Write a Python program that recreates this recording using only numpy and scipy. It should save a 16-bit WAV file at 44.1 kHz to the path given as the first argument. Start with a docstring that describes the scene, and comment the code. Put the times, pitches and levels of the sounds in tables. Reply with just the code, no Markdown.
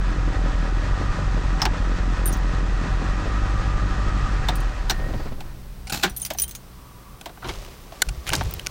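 """Inside a parked car at night a V8 idles, its uneven firings booming in the cabin and ringing the exhaust.
A switch clacks against the trim and the keys jingle; the engine speeds up a little, then is switched off
and shudders to rest with a soft squeal of its belt. The key scrapes out of the lock, its bunch chattering.
Last, over a faint electrical hum, a hand rustles, bumps something close by and snaps a small catch."""
import sys
import numpy as np
from scipy import signal
from scipy.fft import rfft, irfft, next_fast_len
from scipy.io import wavfile
from scipy.ndimage import uniform_filter1d

SR = 44100
rng = np.random.default_rng(int(sys.argv[2]) if len(sys.argv) > 2 else 0)


def to_wav(sig):
    """Store sig (one row per channel, or 1-D mono) as 16-bit WAV at the path in sys.argv[1].

    Samples outside -1..1 are clipped; the rate is SR.
    """
    pcm = np.clip(np.atleast_2d(sig), -1, 1) * 32767
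    pcm = np.round(pcm).astype(np.int16)
    wavfile.write(sys.argv[1], SR, pcm.T)  # frames by channels


N = 383669
TIME = np.arange(N) / SR


def from_db(db):
    """Amplitude grows tenfold for every 20 dB."""
    return 10 ** (np.asarray(db) / 20)


def rms_one(x):
    """Normalisation to unit power."""
    return x / np.sqrt(np.mean(x ** 2) + 1e-20)


def gains(rows):
    """Interpolation in dB gives one envelope per level column, fading out beyond the ends."""
    times, *columns = np.transpose(rows)
    inside = np.interp(TIME, [times[0] - .03, times[0], times[-1], times[-1] + .03], [0, 1, 1, 0])
    return [inside * from_db(np.interp(TIME, times, db)) for db in columns]


def dying(t, t60):
    """Exponential decay by 60 dB in t60 seconds."""
    return from_db(-60 * t / max(t60, .002))


def strokes(rows):
    """Gaussian rises and exponential decays sum to one envelope."""
    return sum(from_db(db) * np.exp(-(np.minimum(TIME - s, 0) / rise_s) ** 2)
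               * dying(np.maximum(TIME - s, 0), t60) for s, db, rise_s, t60 in rows)


def at_hz(points, hz):
    """Interpolation along a logarithmic frequency axis."""
    frequencies, values = np.transpose(points)
    return np.interp(np.log(hz), np.log(frequencies), values)


def noise(spectrum):
    """Spectral shaping of white noise by (Hz, dB) points, with steep skirts; rms 1."""
    size = next_fast_len(N)
    hz = np.maximum(np.fft.rfftfreq(size, 1 / SR), 1)
    skirts = np.minimum(1, np.minimum(hz / spectrum[0][0], spectrum[-1][0] / hz)) ** 4
    shaped = rfft(rng.standard_normal(size)) * from_db(at_hz(spectrum, hz)) * skirts
    return rms_one(irfft(shaped, size)[:N])


def drift(rate):
    """Random modulation with rate new values a second; rms 1."""
    count = int(9 * rate) + 2
    return rms_one(np.interp(TIME * rate, np.arange(count), rng.standard_normal(count)))


def resonate(x, modes):
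    """Damped resonators (Hz, bandwidth in Hz, dB) respond in parallel, with alternating signs."""
    out = 0
    for k, (hz, width, db) in enumerate(modes):
        r = np.exp(-np.pi * width / SR)
        poles = [1, -2 * r * np.cos(2 * np.pi * hz / SR), r * r]
        out += (-1) ** k * from_db(db) * (1 - r * r) / 2 * signal.lfilter([1, 0, -1], poles, x + 1e-18)
    return out


def resonant_noise(modes):
    """Random forcing of resonators (Hz, bandwidth in Hz, dB) gives bands of noise; rms 1."""
    return rms_one(resonate(rng.standard_normal(N), modes))


def reflect(x, echo_db, t60, count=30):
    """Early reflections from glass and trim colour a sound by interference."""
    lags = rng.uniform(.004, .03, count)
    response = np.zeros(SR // 30)
    response[(lags * SR).astype(int)] = from_db(echo_db) * rng.choice([-1, 1], count) * dying(lags, t60)
    response[0] = 1
    return signal.oaconvolve(x, response / np.linalg.norm(response))[:len(x)]


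def add(out, start, sound, peak_db):
    """Superposition of one event, whose peak is taken as twice the rms of its loudest 2 ms."""
    i = round(start * SR)
    peak = 2 * np.sqrt(uniform_filter1d(sound ** 2, size=SR // 500).max())
    out[i:i + len(sound)] += (from_db(peak_db) * sound / peak)[:N - i]


def cabin():
    """Broadband rumble and hiss underlie the partials of an electrical hum and a small motor's whirr."""
    # Hum partials. Each row: frequency in Hz, base level in dB.
    partials = [(63,-50.5),(126,-53),(188,-57.5)]
    # Course of the hum. Each row: time in seconds, gain in dB.
    hum_curve = [(0,5),(5.6,9),(6.5,7),(7.2,-2),(8.7,-4)]
    # Course of the motor. Each row: time in seconds, level in dB.
    motor_curve = [(6.5,-66),(6.85,-55),(7.12,-53),(7.4,-59),(7.8,-57.5),(8.7,-56)]
    # Background spectrum. Each row: frequency in Hz, relative density in dB.
    rumble = [(20,-6),(45,1),(80,-10.5),(160,-12),(270,-18),(600,-23.5),(1100,-25.5),(2400,-32),(6000,-34.5),(16000,-78.5)]
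    hum = sum(from_db(db + 1.85 * drift(13)) * np.sin(2 * np.pi * hz * TIME) for hz, db in partials)
    whirr = gains(motor_curve)[0] * resonant_noise([(979, 33, 0), (1140, 26, 5.5), (1245, 60, -2)])
    floor = from_db(-43) * noise(rumble)
    hiss_level, = gains([(4.9, -56.5), (8.7, -54)])   # heard once the engine is off
    hiss = hiss_level * noise([(8000, -0.78), (12000, -2.6), (16000, 1.4)])
    return floor + hiss + gains(hum_curve)[0] * hum + whirr


def key_slide():
    """Friction of the key over the pins makes grainy noise, coloured by the lock barrel's resonances."""
    # Barrel modes. Each row: frequency in Hz, bandwidth in Hz, gain in dB.
    barrel_modes = [(596,60,-3),(830,52,9),(1500,82,4),(2590,97,5),(3440,200,-6),(4160,320,1)]
    # Slides. Each row: peak time in seconds, level in dB, rise and t60 in seconds.
    slides = [(5.928,-24.5,0.0077,0.37),(6.031,-27,0.0025,0.048)]
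    # Friction spectrum. Each row: frequency in Hz, relative density in dB.
    scrape = [(150,9.5),(340,-1),(480,-12),(750,-7),(1100,-8),(2000,-8),(4200,-8.5),(7500,-8.5),(9500,-17.5),(14500,-13)]
    barrel = from_db(-3.5) * resonant_noise(barrel_modes)
    return strokes(slides) * rms_one((noise(scrape) + barrel) * from_db(2.8 * drift(300)))


def hand():
    """Friction on cloth and trim gives a grainy rustle; the hand's shifting weight gives low thuds."""
    # Rubs and shifts of weight. Each row: peak time in seconds, level in dB, rise and t60 in seconds.
    rubs = [(7.5,-39.5,0.058,1.68),(7.95,-49.5,0.033,13),(8.34,-35,0.056,1.2)]
    shifts = [(7.5,-35.5,.06,0.88),(8.1,-26.5,0.035,0.21),(8.38,-24.5,0.077,1)]
    # Their spectra. Each row: frequency in Hz, relative density in dB.
    rustle = [(150,-37),(330,1),(550,-2),(800,-6),(1100,-7.5),(1600,-10.5),(2500,-10.5),(6000,-14),(16000,-35)]
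    thud = [(20,-4),(45,0),(90,-1.5),(150,-5.5),(200,-17),(300,-34)]
    cloth = strokes(rubs) * rms_one(noise(rustle) * from_db(2.5 * drift(450)))
    return cloth + strokes(shifts) * noise(thud)


def bumps(t60=0.17, rise_s=0.0032):
    """A soft blow of the hand excites one low damped oscillation."""
    # Each row: start in seconds, peak level in dB, frequency in Hz.
    blows = [(6.059,-21,190),(6.111,-20,46),(7.572,-19.5,39.4),(8.074,-15,47.7),(8.175,-18.5,62),(8.382,-21,98),(8.461,-15,53.7)]
    out, t = np.zeros(N), TIME[:SR // 4]
    for start, peak_db, hz in blows:
        swing = -np.sin(2 * np.pi * hz * t) * (1 - np.exp(-t / rise_s)) * dying(t, t60)
        add(out, start, swing, peak_db)
    return out


def snaps(rise_s=0.00011, edge_width_hz=1800, housing_db=1.0, uneven_db=1.5):
    """Stick-slip: a small catch gives way in a burst of tiny slips that ring it and its housing."""
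    # Each row: start in seconds, peak level in dB, edge resonance in Hz, its gain in dB, length in seconds.
    releases = [(5.87,-28.5,5500,-1.5,0.016),(5.897,-21,2540,3.5,0.012),(7.211,-28,2950,6,0.0062),(7.474,-33,5000,8,0.0037),(7.4865,-24.5,3000,10,.003),(7.537,-34,3800,12,.006),(7.619,-38,7000,8,.003),(7.648,-31,2200,19,.003),
                (8.019,-3,1840,4.5,0.0043),(8.087,-20.5,4100,3,0.0075),(8.267,-22,2400,28,0.0036),(8.273,-21,2200,22,0.02),(8.291,-14,3120,2,0.0033),(8.303,-12.5,2570,21,0.002),(8.3325,-12.5,4000,3,.0015),(8.3514,-12.5,4440,22,0.0048),
                (8.361,-20.5,7000,10,.006),(8.436,-31,11000,15,.002),(8.51,-25,14000,16,.003),(8.5375,-18,15300,15,0.0033),(8.595,-19.5,2900,19,0.0035),(8.6635,-17.5,5800,3,0.0011),(8.669,-9.5,5800,4,0.0018)]
    # Modes of the catch and its hollow housing. Each row: frequency in Hz, bandwidth in Hz, gain in dB.
    catch_modes = [(2300,670,5.5),(3020,100,-16),(4150,710,2.5),(5570,3400,-6.5),(7300,650,2),(9250,590,0),(15300,710,-13)]
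    housing_modes = [(280,360,-8.5),(780,61,7.5),(1486,83,7.5)]
    out, t = np.zeros(N), TIME[:SR // 10]
    for start, peak_db, edge_hz, edge_db, length in releases:
        slips = rng.standard_normal(len(t)) * (1 - np.exp(-t / rise_s)) * np.exp(-(t / length) ** 2)
        slips *= from_db(uneven_db * rng.standard_normal(len(t)))
        crack = resonate(slips, catch_modes + [(edge_hz, edge_width_hz, edge_db)])
        add(out, start, crack + from_db(housing_db) * resonate(slips, housing_modes), peak_db)
    return out


def light_touches(count=8):
    """The swinging bunch makes faint collisions at random, given as rows for jingles()."""
    start, peak_db, hard_db, note_hz = rng.uniform((6.16, -36, -1, 5500), (6.27, -24, 19, 15000),
                                                   (count, 4)).T
    return zip(start, peak_db, hard_db, note_hz, np.full(count, 5))


def jingles(uneven_db=5.0, detune=0.018, note_spread=0.0174, note_t60=0.068, chatter_t60=0.059):
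    """Colliding keys ring in their inharmonic modes: soft contacts purely, hard ones with a clatter."""
    # Each row: start in seconds, peak level and hardness in dB, the key's note in Hz, its gain in dB.
    touches = [(2.257,-15.5,-15,12100,9),(2.261,-20,-14,12900,9),(2.276,-18.5,-22,9160,8),(2.325,-28,6,15200,3),(2.329,-27,-8,5800,12),(2.333,-28.5,-8,6385,12),(2.369,-39,-5,15000,16),(4.5547,-27,5,9500,2),(4.603,-34,-7,6400,2),(6.0963,-28.5,6,5883,5),
               (6.1637,-23,5,13100,12),(6.171,-20,-5,12400,16),(6.198,-28.5,1,7640,2),(6.217,-15,-12,6460,-1),(6.2494,-16.5,24,4700,9),(6.261,-21.5,37,6900,8),(6.334,-28,16,13100,10),(6.375,-29,5,15000,10),(6.3854,-13,25,5840,8),
               (6.398,-11.5,9,15200,6),(6.418,-9.5,5,14730,7),(6.436,-20,14,9360,5),(6.479,-28,10,15300,14),(6.492,-31,17,15000,6),(6.51,-26,19,14500,6),(6.55,-24,36,7040,20)]
    # Modes of the keys. Each row: frequency in Hz, relative level in dB, t60 in seconds.
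    key_modes = [(3100,-18,0.078),(4193,-27,0.051),(5100,-20,.05),(5900,-10.5,0.054),(6360,-11,0.065),(7700,-8,0.047),(9320,5.5,0.066),(9240,1,0.052),(12500,-15,0.036),(12950,-14,.04),(14500,-9,0.05),(15000,-3,0.05),(15350,-6,0.05)]
    # Each row: frequency in Hz, share of the hardness that reaches a mode there.
    hardness_shares = [(6500,0.776),(9200,0),(12500,0),(14500,0.47)]
    # Modes of the key ring. Each row: frequency in Hz, bandwidth in Hz, gain in dB.
    key_ring = [(2850,650,-6),(3980,550,-11)]
    out, t = np.zeros(N), TIME[:SR // 6]
    hz, level_db, t60 = np.transpose(key_modes)
    highpass = signal.butter(2, 1800, "high", fs=SR, output="sos")
    for start, peak_db, hard_db, note_hz, note_db in [*touches, *light_touches()]:
        colour_db = hard_db * at_hz(hardness_shares, hz)
        strength = from_db(level_db + colour_db + uneven_db * rng.standard_normal(len(hz)))
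        pitch = hz * (1 + detune * rng.uniform(-1, 1, len(hz)))
        ring = sum(g * dying(t, d) * np.sin(2 * np.pi * f * t) for g, d, f in zip(strength, t60, pitch))
        # the struck key's own note is a cluster of close, beating partials
        cluster = note_hz * (1 + note_spread * rng.uniform(-1, 1, 5))
        cycles = np.outer(cluster, t) + rng.random((len(cluster), 1))
        note = rms_one(np.sin(2 * np.pi * cycles).sum(axis=0))
        ring += from_db(note_db) * dying(t, note_t60) * note / np.sqrt(2)
        # the ring and the other keys add short notes, new at every touch
        clatter = np.sin(2 * np.pi * np.outer(rng.uniform(2507, 16040, size=24), t)).sum(axis=0)
        ring += from_db(-8 + hard_db / 2) * clatter * dying(t, 0.021)
        # weaker bounces follow the first contact
        bounces = rng.random(len(t)) < 400 / SR
        contacts = bounces * 0.47 * rng.standard_normal(len(t)) * dying(t, chatter_t60)
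        contacts[0] = 1
        ring = signal.fftconvolve(contacts, ring)[:len(t)]
        tick = signal.sosfilt(highpass, rng.standard_normal(len(t)) * dying(t, chatter_t60))
        tick += from_db(-2) * resonate(tick, key_ring)
        add(out, start, (ring + from_db(hard_db - 9) * tick) * (1 - np.exp(-t / 0.0004)), peak_db)
    return out


def clacks(swell_cycles=0.35, bass_lingers=0.12, knock_width_hz=110, ring_width_hz=280):
    """Switches and lock strike plastic trim; damping grows with frequency, so the lows last longer."""
    # Each row: start in seconds, peak level and brightness in dB, t60 at 2 kHz in seconds,
    # hollow knock in Hz, its gain in dB, spring ring in Hz, its gain in dB.
    strikes = [(1.6177,-8,9,0.08,875,19.5,5270,17),(1.653,-9.5,4,0.036,970,8,5700,5),(1.662,-14,-10,0.041,860,14,1600,4),(4.485,-10.5,7.5,0.073,745,14.5,3640,5),(4.897,-10,11,0.088,1703,2,4200,3),
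               (4.908,-12.5,15,0.044,745,22,5700,16),(5.405,-28.5,10,0.06,810,16,2500,-3),(6.034,-5.5,10,0.11,780,5,1500,2),(6.053,-25.5,0,0.22,1580,-1.5,1900,-11),
               (6.303,-16.5,17.5,0.077,657,22,3240,-4),(6.347,-29.5,-12,0.048,676,12,1900,-9),(7.258,-22,15.5,0.073,674,26,3400,-5),(7.293,-33.5,-14,.05,750,12,1900,-9),(7.372,-33.5,-30,.05,711,6,1900,-9),
               (7.423,-25,-30,0.093,1390,23,1900,6),(7.443,-22.5,-15,0.21,1020,1,3100,-12),(7.491,-19.5,1,.08,860,-1,2000,-3),(7.921,-27.5,8,0.061,690,23,3300,-4),
               (8.325,-17,-8,0.02,620,10,2900,0),(8.333,-8,11.5,0.06,860,7.5,1620,4),(8.409,-14,-12,0.04,830,14,1900,-1)]
    # Impact spectrum. Each row: frequency in Hz, relative density in dB.
    plastic = [(150,3.5),(330,3.5),(500,-8),(800,3.5),(1150,0.5),(1550,-2.5),(2300,3.5),(3700,5),(5600,-4.5),(8000,-12.5),(11000,-38),(15000,-15.5)]
    # Trim modes. Each row: frequency in Hz, bandwidth in Hz, gain in dB.
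    trim_modes = [(370,66,0),(748,36,7),(1508.8,300,2.5)]
    out, t = np.zeros(N), TIME[:SR // 4]
    edges = np.geomspace(140, 17000, 15)
    centres = np.sqrt(edges[1:] * edges[:-1])
    bands = [signal.butter(2, pair, "band", fs=SR, output="sos") for pair in zip(edges, edges[1:])]
    for start, peak_db, top_db, t60, knock_hz, knock_db, ring_hz, ring_db in strikes:
        # brightness lifts the top and takes from the body
        tilt = [(900, 6 - 0.34 * top_db), (2500, 0), (4000, 0), (9000, top_db)]
        white, blow = rng.standard_normal((2, len(t))), 0
        for k, (hz, band) in enumerate(zip(centres, bands)):
            gain = from_db(at_hz(plastic, hz) + at_hz(tilt, hz))
            envelope = (1 - np.exp(-t * hz / swell_cycles)) * dying(t, t60 * (2000 / hz) ** bass_lingers)
            blow += gain * signal.sosfilt(band, white[k % 2] * envelope)
        modes = [*trim_modes, (knock_hz, knock_width_hz, knock_db), (ring_hz, ring_width_hz, ring_db)]
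        add(out, start, blow + sum(resonate(blow, [mode]) for mode in modes), peak_db)
    return out


def chugs(t60=0.089, rise_s=0.0017):
    """Escaping gas makes bursts of noise, now and then while running and on each last compression."""
    # Each row: start in seconds, peak level in dB.
    puffs = [(0.277,-19.5),(0.457,-20),(.627,-28),(.832,-21.5),(1.011,-18.5),(1.184,-21),(1.366,-21),(1.734,-19.5),(1.913,-20),(2.287,-28),(2.453,-39),(2.636,-35),(2.838,-21),(3.015,-21),
             (3.255,-22),(3.818,-21),(3.987,-26),(4.995,-24),(5.04,-24),(5.088,-19),(5.135,-18),(5.195,-20.5),(5.257,-23.5),(5.319,-22.5),(5.382,-35)]
    out, t = np.zeros(N), TIME[:SR // 5]
    gas = noise([(110, 8.5), (330, -1), (600, -0.5), (900, -11), (1800, -19), (5000, -29.5)])
    envelope = (1 - np.exp(-t / rise_s)) * dying(t, t60)
    for start, peak_db in puffs:
        add(out, start, gas[round(start * SR):][:len(t)] * envelope, peak_db)
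    return out


def run_down():
    """As the crank stops the body rocks at its resonance, and belt friction gives a rub and a squeal."""
    # Rising squeal. Each row: time in seconds, frequency in Hz, level in dB.
    squeal = [(4.93,1799,-41),(4.989,1825,-43),(5.07,1880,-37),(5.11,1915,-56)]
    shudder = strokes([(5, -25, 0.66, 3)]) * resonant_noise([(36.6, 4.7, 0)])
    rub = strokes([(5.22, -54, 0.13, 0.6)]) * resonant_noise([(4650, 450, 0)])
    times, hz, db = np.transpose(squeal)
    level, = gains(np.column_stack([times, db]))
    pitch = np.interp(TIME, times, hz) * (1 + 0.00926 * drift(150))
    return shudder + rub + level * np.sin(2 * np.pi * np.cumsum(pitch) / SR)


def belt_whine(shift_hz, wander_hz=17, flutter_db=3.5):
    """Random modulation of pitch and amplitude makes the belt's three notes tremble; rms 1."""
    out = 0
    for hz, db in [(1160, 1), (1225, 1), (1312, -9.5)]:
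        level = from_db(db + flutter_db * drift(30))
        pitch = hz + shift_hz + wander_hz * drift(90)
        out += level * np.sin(2 * np.pi * np.cumsum(pitch) / SR)
    return rms_one(out)


def engine_bay(phase, lost):
    """The valves of both banks modulate the amplitude of mechanical noise at twice one bank's rate."""
    # Mechanical spectrum. Each row: frequency in Hz, relative density in dB.
    spectrum = [(400,2.5),(700,2.5),(1000,7.5),(1500,6.5),(1950,2),(2200,-2),(2600,-4),(3300,-4.5),(4800,-8),(6500,-11.5),(8500,-18),(10500,-36),(16000,-42)]
    # Bay modes. Each row: frequency in Hz, bandwidth in Hz, gain in dB.
    bay_modes = [(767,16,5),(1030,21,-7),(1255,50,-1),(1348,30.7,-1),(1534,18,-12),(1665,32,-2),(1828,35,0.5),(1918,65,-2.5),(2447,84,-9),(2636,100,-10.5)]
    ticking = from_db(3 * np.exp(-(2 * phase % 1) / 0.31) + 2 * lost + 0.71 * drift(24.74))
    rush = from_db(2.5) * reflect(noise(spectrum), echo_db=-14.5, t60=0.056)
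    return (rush + from_db(-1) * resonant_noise(bay_modes)) * rms_one(ticking)


def exhaust(phase, crank, lost, uneven_db=0.6, soft_hz=800):
    """Each firing sends a rounded pressure pulse into the pipe's resonances and releases a puff of gas."""
    # Relative strengths of eight successive firings in dB.
    cylinders_db = [0,-1.5,6,2.5,4.5,-4.5,1.5,-7]
    # Modes of exhaust and cabin. Each row: frequency in Hz, bandwidth in Hz, gain in dB.
    pipe_modes = [(24.7,20.6,0.5),(68,27,0.5),(92.5,10.6,-0.5),(145.6,6.2,-2),(182.7,28,-6.5),(295.7,44,-9.5),(590,22,-16.5)]
    # Gas spectrum. Each row: frequency in Hz, relative density in dB.
    spectrum = [(75,1),(95,0.5),(150,-3),(200,-7.5),(245,-16),(295,-8),(420,-18.5),(590,-15.5),(700,-25.5),(900,-26)]
    firings = np.flatnonzero(np.diff(np.floor(crank)))
    count, pulses = len(firings), np.zeros(N)
    pulses[firings] = from_db(np.resize(cylinders_db, count) + uneven_db * rng.standard_normal(count))
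    pulses = signal.sosfilt(signal.butter(2, soft_hz, fs=SR, output="sos"), pulses)
    pipe = from_db(-3) * rms_one(resonate(pulses, pipe_modes))
    puff = .22 + uniform_filter1d(np.exp(-(phase % 1) / .3), size=SR // 400)
    gas = noise(spectrum)
    # a stumbling cylinder puffs harder
    rasp = lost * signal.sosfilt(signal.butter(2, 200, "high", fs=SR, output="sos"), noise(spectrum))
    return pipe + from_db(-0.5) * rms_one(puff * (gas + rasp))


def boom(speed, phase, crank, lost, raised, drone_hz=102, drone_width_hz=13):
    """Forced vibration: the engine orders drive the cabin; uneven cylinders shake it at raised idle."""
    # Orders of the boom and of the shake. Each row: multiple of the firing rate, relative level in dB.
    boom_orders = [(.5,-18),(1,0),(2,-20),(3,-23)]
    shake_orders = [(.375,-4),(.5,-8),(.625,0),(.75,0)]
    wave = sum(from_db(db) * np.sin(2 * np.pi * k * crank) for k, db in boom_orders)
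    shake = sum(from_db(db) * np.sin(2 * np.pi * k * crank) for k, db in shake_orders)
    # at raised idle the second harmonic meets a resonance of the cabin
    drone = from_db(-12) * np.sin(4 * np.pi * phase) / (1 + ((2 * speed - drone_hz) / drone_width_hz) ** 2)
    return wave * (1 - lost) + drone + raised * from_db(-9) * shake


def engine(idle_hz=42.25, raised_span_hz=4.9, belt_rise=5.5):
    """The firing rate paces boom, exhaust, valves and belt; weak firings modulate the boom into a lope."""
    # Crank speed. Each row: time in seconds, firings per second in one bank.
    speed_curve = [(0,43.6),(.35,43.5),(.75,41),(1.05,48),(1.35,43.7),(3.1,43.5),(3.24,50.3),(3.75,49.8),(4.1,48.7),(4.5,46),(4.7,38),(4.92,27.3),(5.6,8.3)]
    # Each row: time in seconds, then base levels of boom, exhaust and mechanical rush in dB.
    levels = [(0,-16.5,-30,-39.5),(4.5,-17.5,-30,-38.5),(4.8,-16.5,-40,-42),(4.87,-26,-45,-41.5),(5.14,-27,-29.5,-45.5),(5.28,-23,-38.5,-46),(5.36,-25,-38.5,-63),(5.48,-32,-47.5,-54),(5.8,-50,-53,-93)]
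    # Weak firings. Each row: time in seconds, share of the boom lost, width in seconds.
    stumbles = [(.156,0.63,0.028),(.342,0.93,0.024),(.53,0.7,0.015),(.671,0.45,0.046),(0.847,0.66,0.044),(1.007,0.88,0.039),(1.173,0.87,0.066),(1.428,0.57,0.026),(1.62,0.84,0.041),(1.762,0.92,0.035),(1.98,0.97,0.02),(2.17,0.83,0.02),(2.357,0.7,0.015),
                (2.541,0.93,0.014),(2.671,0.38,0.017),(2.855,0.91,0.042),(3.032,0.79,0.0354),(3.247,0.94,0.051),(3.465,0.6,0.011),(3.619,0.64,0.021),(3.778,0.9,0.0086),(3.935,0.46,0.044),(4.097,0.6,0.018),(4.273,0.63,0.024),(4.438,0.63,0.03),(4.63,0.44,0.018),(4.79,.4,.015)]
    boom_gain, exhaust_gain, rush_gain = gains(levels)
    speed = np.interp(TIME, *np.transpose(speed_curve))
    phase = np.cumsum(speed) / SR
    dips = sum(share * np.exp(-np.abs((TIME - s) / width) ** 3) for s, share, width in stumbles)
    lost = np.clip(dips, 0, 1)
    crank = phase - 0.252 * lost   # a weak firing holds the crank back for a moment
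    # a raised idle thins boom and exhaust and brings out rush and belt
    raised = np.clip((speed - idle_hz) / raised_span_hz, 0, 1)
    low = boom_gain * from_db(-2.5 * raised) * boom(speed, phase, crank, lost, raised)
    pipe = exhaust_gain * from_db(-0.5 * raised) * exhaust(phase, crank, lost)
    bay = engine_bay(phase, lost)
    belt = from_db(-11 + 11.5 * raised) * belt_whine(belt_rise * (speed - idle_hz))
    return low + pipe + rush_gain * from_db(0.44 * raised) * (bay + belt)


def scene():
    """All sources superpose at the driver's seat, in one channel."""
    car = engine() + chugs() + run_down()
    handling = clacks() + snaps() + jingles() + key_slide() + hand() + bumps()
    return (car + handling + cabin())[None]


def record(dry, cutoff_hz=16000):
    """Soft saturation rounds the peaks and a steep low-pass cuts the top."""
    lowpass = signal.ellip(10, .2, 70, cutoff_hz, fs=SR, output="sos")
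    return signal.sosfilt(lowpass, 0.77 * np.tanh(dry / 0.82))


dry = scene()
out = record(dry)
to_wav(out)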